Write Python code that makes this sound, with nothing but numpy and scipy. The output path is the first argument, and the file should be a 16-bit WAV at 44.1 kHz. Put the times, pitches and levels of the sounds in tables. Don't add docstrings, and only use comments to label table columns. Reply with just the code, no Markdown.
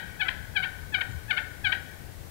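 import sys
import numpy as np
from scipy import signal
from scipy.fft import rfft, irfft, next_fast_len
from scipy.io import wavfile
from scipy.ndimage import uniform_filter1d

SR = 44100
rng = np.random.default_rng(int(sys.argv[2]) if len(sys.argv) > 2 else 0)


def int16_out(signal):
    q = np.round(np.clip(np.atleast_2d(signal).T, -1, 1) * 32767)
    wavfile.write(sys.argv[1], SR, q.astype(np.int16))


def level_to_linear(level):
    exponent = np.asarray(level, float) / 20
    return 10 ** exponent


N = 101429
LEAD = SR // 2


def evened(x):
    return x / np.sqrt(np.mean(x ** 2) + 1e-20)


def read(points, hz, axis=1):
    columns = np.transpose(points)
    return np.interp(np.log(hz + 1), np.log(columns[0] + 1), columns[axis])


def add(mix, start_s, sound):
    part = mix[LEAD + round(start_s * SR):][:len(sound)]
    part += sound[:len(part)]


def hen():
    # time in seconds, effort in dB, pitch in Hz.
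    whine_curves = [
        [(.195, -44, 830), (.206, -29, 872), (.212, -27, 835), (.218, -24.5, 745), (.225, -28, 735),
         (.236, -30, 775), (.243, -44, 790)],
        [(.548, -50, 812.4), (.560, -32.5, 852.5), (.570, -22, 778), (.580, -26.5, 738), (.588, -35, 782),
         (.606, -44, 720), (.615, -68, 750)],
        [(.925, -46.5, 860), (.938, -36, 861), (.947, -21, 781), (.955, -25, 730), (.964, -30, 745),
         (.974, -41, 790.6), (.992, -37.5, 750)],
        [(1.281, -49, 823.5), (1.300, -37.5, 893), (1.305, -31.5, 862), (1.311, -22, 755), (1.320, -26, 710),
         (1.329, -49, 759), (1.338, -38, 760)],
        [(1.632, -64, 848.7), (1.648, -26, 849.5), (1.657, -25.5, 783.3), (1.666, -26, 760), (1.674, -22, 737),
         (1.684, -43, 730), (1.696, -41, 850)],
    ]
    # middle in seconds, effort in dB, pitch in Hz, length in seconds.
    murmur_notes = [
        (0.265, -38, 664.6, 0.03),
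        (0.618, -60, 652, 0.019),
        (0.989, -42, 620, 0.019),
        (1.336, -42, 602, 0.03),
        (1.705, -45, 623, 0.034),
    ]
    # peak in seconds, effort in dB, start pitch in Hz, end pitch in Hz,
    # length in seconds.
    flip_notes = [
        (0.288, -22.5, 781.3, 1004, 0.013),
        (.636, -26.5, 722.6, 860, 0.028),
        (1.014, -25.5, 718.4, 950, .017),
        (1.376, -26, 707, 917, 0.022),
        (1.7253, -23.5, 746, 927, .016),
    ]
    # middle in seconds, effort in dB, pitch in Hz, length in seconds.
    squeak_notes = [
        (0.294, -37, 1015, 0.015),
        (.651, -32.5, 906, 0.013),
        (1.023, -37, 932, .018),
        (1.390, -31, 894, .014),
        (1.735, -29, 938, .014),
    ]
    earlier_s, earlier_db = 1.785, 1
    tracks = np.zeros((len(flip_notes), N + LEAD))
    yelps = zip(tracks, whine_curves, murmur_notes, flip_notes, squeak_notes)
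    for track, whine_curve, murmur_note, flip_note, squeak_note in yelps:
        add(track, *whine(whine_curve))
        add(track, *murmur(*murmur_note))
        add(track, *flip(*flip_note))
        add(track, *squeak(*squeak_note))
    earlier = level_to_linear(earlier_db) * np.roll(tracks[-1], -round(earlier_s * SR))
    return [*tracks, earlier]


def whine(curve):
    release_s, smooth_s = .003, .003
    s, db, hz = np.transpose(curve)
    t = np.arange(s[0] - release_s, s[-1] + release_s, 1 / SR)
    size = int(smooth_s * SR) + 1
    smooth_db = uniform_filter1d(np.interp(t, s, db), size)
    smooth_hz = uniform_filter1d(np.interp(t, s, hz), size)
    fade = np.clip(np.minimum(t - t[0], t[-1] - t) / release_s, 0, 1)
    return t[0], fade * voice(smooth_db, smooth_hz, rasp_db=-23)


def murmur(middle_s, db, hz, length_s):
    return steady_note(middle_s, db, hz, length_s, rasp_db=-9)


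def flip(peak_s, db, start_hz, end_hz, length_s):
    curve, sharp, lean = 2.4, .9, 1.2
    clear_db, raspy_db = -23, -7
    u = np.arange(0, length_s, 1 / SR) / length_s
    rasp_db = clear_db + (raspy_db - clear_db) * u
    hz = start_hz + (end_hz - start_hz) * u ** curve
    swell = np.sin(np.pi * u ** lean) ** sharp
    return peak_s - length_s / 2, swell * voice(db, hz, rasp_db)


def squeak(middle_s, db, hz, length_s):
    return steady_note(middle_s, db, hz, length_s, rasp_db=-8)


def steady_note(middle_s, db, hz, length_s, rasp_db):
    u = np.arange(0, length_s, 1 / SR) / length_s
    return middle_s - length_s / 2, np.sin(np.pi * u) * voice(db, np.full(len(u), hz), rasp_db)


def voice(db, hz, rasp_db):
    jitter, voice_db = .006, 5
    bright, full_db, main_harmonic = .3, -25, 2
    wobble, rasp = rng.standard_normal((2, len(hz)))
    hz = hz * (1 + jitter * evened(uniform_filter1d(wobble, size=60)))
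    turns = np.cumsum(hz) / SR
    k = np.arange(1, 9)[:, None]
    gains = throat(k * hz) * level_to_linear(bright * (db - full_db) * (k - main_harmonic))
    tone = (gains * np.exp(2j * np.pi * k * turns)).sum(0).real
    tone = tone / np.sqrt((abs(gains) ** 2).sum(0) / 2)
    shake = uniform_filter1d(uniform_filter1d(rasp, size=40), size=40)
    return level_to_linear(db + voice_db) * tone * (1 + level_to_linear(rasp_db) * evened(shake))


def throat(hz):
    # resonance in Hz, width in Hz, level in dB.
    resonances = [(860, 265, -21.5), (1566, 458, 1), (2220, 431, 3), (3263, 283, 0), (4020, 305, -11.5),
                  (4330, 330, -16)]
    gain = 0
    for i, (f, width, db) in enumerate(resonances):
        gain = gain + (-1) ** i * level_to_linear(db) / (1 + 2j * (hz - f) / width)
    return gain / (1 + (hz / 5060) ** 20)


def woods(x):
    # delay in seconds, level in dB.
    trunks = [
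        (.0068, -16),
        (.0145, -15),
        (.0223, -9),
        (.029, -14),
        (.037, -16),
        (.0555, -16),
    ]
    # frequency in Hz, near t60 in seconds, far t60 in seconds, colour in dB.
    scatter = [(750, 0.9, 0.53, 2.5), (1230, 0.39, 1.1, -11.5), (1408, 0.39, 0.91, 3),
               (1670, 0.45, 1.25, -4.5), (2090, .2, 1.3, -1), (2230, 0.18, 0.91, -8),
               (3200, 0.3, 1.07, -10.5), (4620, .2, 0.86, -0.5)]
    near_db, far_db, onset_s = -9, -7, .0039
    hz, t, z = signal.stft(rng.standard_normal(SR * 3 // 2), SR, nperseg=256)

    def decay(t60):
        return level_to_linear(-60 * t / t60[:, None]) / np.sqrt(t60[:, None])

    near = level_to_linear(near_db) * decay(read(scatter, hz, axis=1))
    far = level_to_linear(far_db) * decay(read(scatter, hz, axis=2))
    tail = signal.istft(z * (near + far), SR, nperseg=256)[1] * np.sqrt(2 * np.log(1000) / SR)
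    tail *= np.clip(np.arange(len(tail)) / SR / onset_s, 0, 1)
    for delay_s, db in trunks:
        tail[round(delay_s * SR)] += level_to_linear(db) * rng.uniform(.6, 1.2)
    size = next_fast_len(len(x) + len(tail))
    colour = level_to_linear(read(scatter, np.fft.rfftfreq(size, 1 / SR), axis=3))
    return irfft(rfft(x, size) * rfft(tail, size) * colour, size)[:len(x)]


def chirp():
    # middle in seconds, start pitch in Hz, end pitch in Hz, length in seconds, level in dB.
    whistle = (1.113, 7600, 6700, .05, -54)
    middle_s, start_hz, end_hz, length_s, db = whistle
    u = np.arange(0, length_s, 1 / SR) / length_s
    turns = np.cumsum(start_hz + (end_hz - start_hz) * u) / SR
    out = np.zeros(N + LEAD)
    add(out, middle_s - length_s / 2, level_to_linear(db) * np.sin(np.pi * u) * np.sin(2 * np.pi * turns))
    return out


def rumble():
    return air() + drones() + bump()


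def air():
    # frequency in Hz, density in dB per Hz.
    air_colour = [(12, -34), (30, -8.5), (60, 2.5), (110, -0.5), (220, -11.5), (700, -17.5), (1800, -30),
                  (7000, -32)]
    # time in seconds, level in dB.
    gust_curve = [(0.0, -49.5), (0.36, -44.5), (0.38, -45), (0.84, -46.5), (1.02, -52), (1.1, -42.5),
                  (1.14, -39), (1.2, -47.5), (1.53, -47), (1.56, -62), (1.58, -43), (1.99, -55.5),
                  (2.01, -42.5), (2.17, -57), (2.19, -39.5), (2.3, -50)]
    air_db, patch_db = -40, 1.5
    gust_mean_db, gust_top_hz, air_top_hz = -48, 170, 5200
    frames = N // 512 + 9
    hz = np.fft.rfftfreq(2048, 1 / SR)[:, None]
    real, imaginary, patches = rng.standard_normal((3, 1025, frames))
    patches = evened(uniform_filter1d(uniform_filter1d(patches, size=6, axis=0), size=8, axis=1))
    frame_s = (np.arange(frames) - 2) * 512 / SR
    gust = np.interp(frame_s, *np.transpose(gust_curve)) - gust_mean_db
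    low = 1 / (1 + (hz / gust_top_hz) ** 2)
    z = (real + 1j * imaginary) * level_to_linear(low * gust + read(air_colour, hz) + patch_db * patches)
    z = z / (1 + (hz / air_top_hz) ** 10)
    noise = signal.istft(z, nperseg=2048, noverlap=1536, boundary=False)[1]
    return level_to_linear(air_db) * evened(noise[2048:N + 2048])


def drones():
    # frequency in Hz, width in Hz, level in dB.
    drone_bands = [
        (88.15, 3, -49),
        (180.9, 3.4, -62),
        (1850, 630, -57),
    ]
    hz = np.fft.rfftfreq(N, 1 / SR)
    out = np.zeros(N)
    for f, width, db in drone_bands:
        band = rfft(rng.standard_normal(N)) / (1 + ((hz - f) / width * 2) ** 2)
        out += level_to_linear(db) * evened(irfft(band, N))
    return out


def bump():
    # middle in seconds, frequency in Hz, half length in seconds, level in dB.
    soft_bump = (1.098, 100, .018, -30)
    middle_s, f, half_s, db = soft_bump
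    t = np.arange(N) / SR - middle_s
    return level_to_linear(db) * np.exp(-(t / half_s) ** 2) * np.sin(2 * np.pi * f * t)


def scene():
    birds = sum(yelp + woods(yelp) for yelp in hen()) + chirp()
    return np.array([birds[LEAD:] + rumble(), np.zeros(N)])


def band_limit(x):
    return signal.sosfilt(signal.butter(12, 16320, fs=SR, output="sos"), x)


def record(dry):
    # frequency in Hz, density in dB per Hz.
    hiss_colour = [(20, 13), (90, 8), (350, 3.5), (1000, 0.4), (2200, -2.5), (9000, -1.6), (16000, -2.5)]
    # level in dB, left then right.
    input_hiss_db = [
        [.6],
        [0],
    ]
    hiss_db, edge_hz = -51, 15770
    hz = np.fft.rfftfreq(N, 1 / SR)
    hiss_gain = level_to_linear(hiss_db + np.array(input_hiss_db) + read(hiss_colour, hz))
    hiss = rfft(rng.standard_normal((2, N))) * hiss_gain
    mix = irfft((rfft(dry) + hiss) * (hz < edge_hz), N)
    return band_limit(mix)


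dry = scene()
out = record(dry)
int16_out(out)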